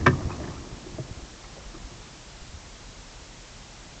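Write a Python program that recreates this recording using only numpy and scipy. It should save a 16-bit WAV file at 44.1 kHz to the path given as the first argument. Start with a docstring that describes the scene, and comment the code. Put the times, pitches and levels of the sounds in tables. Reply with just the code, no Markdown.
"""A garden, where a heavy limb crashes down close enough to overload the microphone.
The one hard blow cracks and rings low and woody. Foliage thrashes and settles, twigs click,
boughs knock and the ground takes a few soft thumps; wall and shrubs scatter the sound of the wood.
Under it all lie a low outdoor rumble and the steady hiss of the microphone."""
import sys
import numpy as np
from scipy import signal
from scipy.fft import rfft, irfft, next_fast_len
from scipy.io import wavfile
from scipy.ndimage import map_coordinates

SR = 44100
rng = np.random.default_rng(int(sys.argv[2]) if len(sys.argv) > 2 else 0)


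def transcribe(signal):
    """Save signal, clipped to [-1, 1], as a 16-bit WAV file at the path in sys.argv[1]."""
    frames = np.atleast_2d(signal).T
    limited = np.clip(frames, -1, 1)
    pcm = np.round(limited * 32767).astype(np.int16)
    wavfile.write(sys.argv[1], SR, pcm)


N = 176400

# spectra of the outdoor rumble and the microphone's hiss: f/Hz, relative level/dB
RUMBLE_SPECTRUM = [(12, -55), (22, -7.5), (45, 2.5), (65, -8.5), (125, -8.5), (213, -14), (383, -19.5),
                   (500, -19), (850, -20.5), (1500, -28.5), (4000, -52)]
HISS_SPECTRUM = [(100, -1), (1500, 1), (3000, 0.5), (6000, 0.5), (9000, -3.5)]
# the thrashing crown: t/s, stem level/dB, leaf level/dB
CROWN_LEVELS = [(0, -29.5, -43), (.05, -31, -44.5), (.17, -36, -44), (.3, -35.5, -44), (.5, -39, -45.5),
                (.57, -40.5, -52.5), (.8, -46, -52), (1.1, -48, -57.5), (1.35, -55.5, -61),
                (1.6, -57.5, -53), (1.8, -54.5, -59.5), (1.95, -51.5, -56), (2.3, -63, -78),
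                (4, -60.5, -71)]
# spectra of jostling stems and rustling leaves: f/Hz, relative level/dB
STEM_SPECTRUM = [(30, -21), (70, 2), (140, -2.5), (240, -4), (350, -3), (470, -16.5), (800, -32.5),
                 (2000, -51)]
LEAF_SPECTRUM = [(150, -11), (450, 1.5), (650, 0), (850, -1), (1200, -1.5), (1500, -17), (1850, -9.5),
                 (2500, -17.5), (3200, -25), (6000, -13.5), (8500, -31)]
# weight settling on the ground: t/s, level/dB, f/Hz, t60/s
GROUND_THUMPS = [(0.014, -22.5, 80, .2), (0.13, -27, 105, 0.047), (0.223, -20.5, 95.6, 0.088),
                 (0.252, -19.5, 65.4, 0.065), (.27, -15.5, 120, 0.043), (0.513, -29, 131, 0.045),
                 (.725, -24.5, 110, 0.029), (0.944, -24.5, 80, 0.046), (0.995, -24.5, 131, 0.15),
                 (1.111, -20.5, 92, 0.041), (1.173, -29, 61, 0.1), (1.226, -30.5, 55, 0.11),
                 (1.661, -35, 44.7, 0.15), (1.844, -32, 48, 0.15), (2.415, -30.5, 43, 0.11),
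                 (2.491, -32, 50.4, .07), (2.54, -30, 72, 0.14)]
# twigs clicking and scraping: t/s, level/dB, f/Hz, half-width/fraction of f, rise/s, t60/s
TWIG_CLICKS = [(.01, -34.5, 1840, 0.087, .004, 0.039), (.098, -38, 1650, 0.11, .004, .05),
               (.128, -28.5, 1220, 0.085, .004, 0.045), (.19, -33.5, 654, 0.056, .012, 0.13),
               (.21, -39, 1160, 0.19, .01, 0.17), (.292, -28.5, 1010, 0.25, .018, 0.15),
               (.314, -39, 2510, 0.01, 0.005, .08), (.388, -37.5, 630, 0.054, .006, 0.2),
               (.434, -34.5, 1710, 0.066, .003, 0.038), (.432, -38, 950, 0.22, .004, 0.053),
               (.476, -35, 1720, 0.078, .005, 0.043), (.515, -41, 1000, 0.22, .005, 0.12),
               (.565, -44, 1280, 0.071, .005, 0.11), (1.44, -40.5, 1100, 0.25, .002, .05),
               (1.44, -44.5, 2100, 0.076, .002, .04), (1.56, -40.5, 526, .25, 0.0093, 0.16),
               (1.742, -42, 1150, 0.26, .008, 0.11)]
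# boughs touching: t/s, level/dB, treble loss/dB per octave
BOUGH_KNOCKS = [(.258, -35.5, 3), (.484, -34, -2), (.863, -27.5, 21), (.984, -25.5, 0), (1.081, -39, 7),
                (1.192, -39.5, 12), (1.744, -31, 22)]
# modes of a side bough and of the limb: f/Hz, relative level/dB, t60/s, rise/s
BOUGH_MODES = [(329, -4, .11, 0.0036), (362, -1.5, 0.089, 0.0049), (456, -4, 0.054, 0.0015),
               (628, -4.5, 0.068, 0.0006)]
LIMB_MODES = [(90.1, -3, 0.29, 0.032), (124.3, -2, 0.27, 0.025), (144, -5.5, 0.28, 0.015),
              (185, -9, .25, 0.014), (250, -2, .18, 0.014), (304.6, -19, 0.47, 0.0091),
              (342, -12, 0.14, 0.012), (372, -2.5, 0.16, 0.0049), (421, -12, 0.14, 0.0047),
              (555, -8, 0.063, 0.0015), (1010, -5.5, 0.045, 0.0015), (1094, -7, 0.04, 0.00092),
              (1264, -2, 0.068, 0.002), (1333, 0.5, 0.04, .001), (1590, -2.5, 0.071, 0.0059),
              (1718, -12, 0.058, 0.0028), (1845, -0.5, 0.058, 0.003), (2284, -1, 0.037, 0.0021)]
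# wood cracking during the blow: t/s, level/dB
LIMB_CRACKS = [(0.0617, -20), (0.0642, -9), (0.0676, -10), (0.0767, -13.5), (0.083, -18)]
# spectrum of one crack: f/Hz, relative level/dB
CRACK_SPECTRUM = [(100, -24), (330, -13), (490, 0), (620, 1), (800, -11), (1150, 5.5), (1480, -11.5),
                  (1750, 7.5), (2000, -15), (2350, -11.5), (3100, -16), (4200, -25), (5900, -22.5),
                  (8500, -46.5)]
# the microphone's treble roll-off: f/Hz, gain/dB
MIC_RESPONSE = [(6500, 0.5), (7400, 1.5), (8000, -6), (8600, -15), (9100, -41)]


def amp(db):
    """Decibels to gain."""
    return 10 ** (np.asarray(db) / 20)


def unit(x):
    """Scale to rms 1."""
    return x / np.sqrt(np.mean(x ** 2) + 1e-20)


def filtered(x, response):
    """Filter x by a gain that is a function of frequency."""
    size = next_fast_len(N + 8192)
    hz = np.fft.rfftfreq(size, 1 / SR)
    return irfft(rfft(x, size) * response(hz), size)[:N]


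def coloured(x, spectrum):
    """Shape x by a table of f/Hz, level/dB and scale it to rms 1."""
    f, db = np.transpose(spectrum)
    return unit(filtered(x, lambda hz: amp(np.interp(np.log(hz + 1), np.log(f), db))))


def strike(rise, t60):
    """Half a second of envelope: a quick rise and an exponential decay."""
    t = np.arange(SR // 2) / SR
    return (1 - np.exp(-t / rise)) * np.exp(-np.log(1000) * t / t60)


def ring(hz, t60, rise):
    """One damped mode."""
    return strike(rise, t60) * np.sin(2 * np.pi * hz * np.arange(SR // 2) / SR)


def add(out, start, sound):
    """Mix a sound into out at start seconds."""
    part = out[max(round(start * SR), 0):][:len(sound)]
    part += sound[:len(part)]


def background(rumble_db=-47.5, sway_db=0.5, sway_per_s=6, hiss_db=-47):
    """The bed of the place: gently swaying outdoor rumble and even microphone hiss."""
    rumble = coloured(rng.standard_normal(N), RUMBLE_SPECTRUM)
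    hiss = coloured(rng.standard_normal(N), HISS_SPECTRUM)
    position = np.arange(N) * sway_per_s / SR
    knots = rng.standard_normal(int(position[-1]) + 2)
    sway = map_coordinates(knots, [position])
    return amp(rumble_db + sway_db * sway) * rumble + amp(hiss_db) * hiss


def garden_scatter(x, level_db=-19):
    """Wall and shrubs throw a short, weak tail back to the microphone."""
    tail = rng.standard_normal(SR // 2) * strike(rise=.01, t60=0.15)
    return amp(level_db) * signal.fftconvolve(x, tail / np.linalg.norm(tail))[:N]


def brushing(spectrum, brushes_per_s=540, spread_db=3.5, swish_db=-4):
    """Many small brushes of random strength over a swish, at rms 1."""
    contacts = rng.random(N) < brushes_per_s / SR
    signs = rng.choice([-1, 1], N)
    strengths = amp(spread_db * rng.standard_normal(N))
    swish = amp(swish_db) * rng.standard_normal(N)
    return coloured(unit(contacts * signs * strengths) + swish, spectrum)


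def foliage():
    """Stems jostle and leaves rustle, dying away as the limb comes to rest."""
    t = np.arange(N) / SR
    times, stems_db, leaves_db = np.transpose(CROWN_LEVELS)
    stems = amp(np.interp(t, times, stems_db)) * brushing(STEM_SPECTRUM)
    leaves = amp(np.interp(t, times, leaves_db)) * brushing(LEAF_SPECTRUM)
    return stems + leaves


def ground_thumps():
    """The ground takes the settling weight in dull, low, quickly damped pushes."""
    out = np.zeros(N)
    for start, db, hz, t60 in GROUND_THUMPS:
        add(out, start, amp(db) * ring(hz, t60, rise=0.0018))
    return out


def twigs():
    """Each twig scrapes briefly and sounds at its own resonance."""
    out = np.zeros(N)
    f = np.fft.rfftfreq(SR // 2, 1 / SR)
    for start, db, hz, width, rise, t60 in TWIG_CLICKS:
        resonance = 1 / (1 + ((f - hz) / (width * hz)) ** 2)
        scrape = irfft(rfft(rng.standard_normal(SR // 2)) * resonance)
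        envelope = strike(rise, t60)
        envelope_rms = np.sqrt(np.mean(envelope ** 2))
        add(out, start, amp(db) * envelope_rms * unit(scrape * envelope))
    return out


def boughs(spread_db=1):
    """Side boughs rock and touch in hollow knocks, some duller than others."""
    out = np.zeros(N)
    lowest_hz = BOUGH_MODES[0][0]
    for start, knock_db, loss_per_octave in BOUGH_KNOCKS:
        for hz, mode_db, t60, rise in BOUGH_MODES:
            loss_db = loss_per_octave * np.log2(hz / lowest_hz)
            gain = amp(knock_db + mode_db - loss_db + rng.normal(0, spread_db))
            add(out, start, gain * ring(hz, t60, rise))
    return out


def limb_crash(landing_s=.0632, blow_db=-10):
    """The limb lands with a quick run of cracks; bright modes ring first, low ones swell after."""
    out = np.zeros(N)
    for k, (hz, mode_db, t60, rise) in enumerate(LIMB_MODES):
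        polarity = (-1) ** k
        add(out, landing_s, polarity * amp(blow_db + mode_db) * ring(hz, t60, rise))
    for start, db in LIMB_CRACKS:
        burst = coloured(rng.standard_normal(N), CRACK_SPECTRUM)[:SR // 2]
        add(out, start, amp(db) * burst * strike(rise=0.0002, t60=0.027))
    return out


def scene():
    """At the microphone, in mono: the wood and its scatter over thumps, foliage and background."""
    wood = limb_crash() + boughs() + twigs()
    return (wood + garden_scatter(wood) + ground_thumps() + foliage() + background())[None]


def record(dry, ceiling=.42, knee=6.7, top_hz=9000):
    """The microphone flattens the loudest peaks, rolls off the treble and passes nothing above top_hz."""
    clipped = dry[0] / (1 + np.abs(dry[0] / ceiling) ** knee) ** (1 / knee)
    f, db = np.transpose(MIC_RESPONSE)
    return filtered(clipped, lambda hz: amp(np.interp(hz, f, db)) * (hz < top_hz))[None]


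dry = scene()
out = record(dry)
transcribe(out)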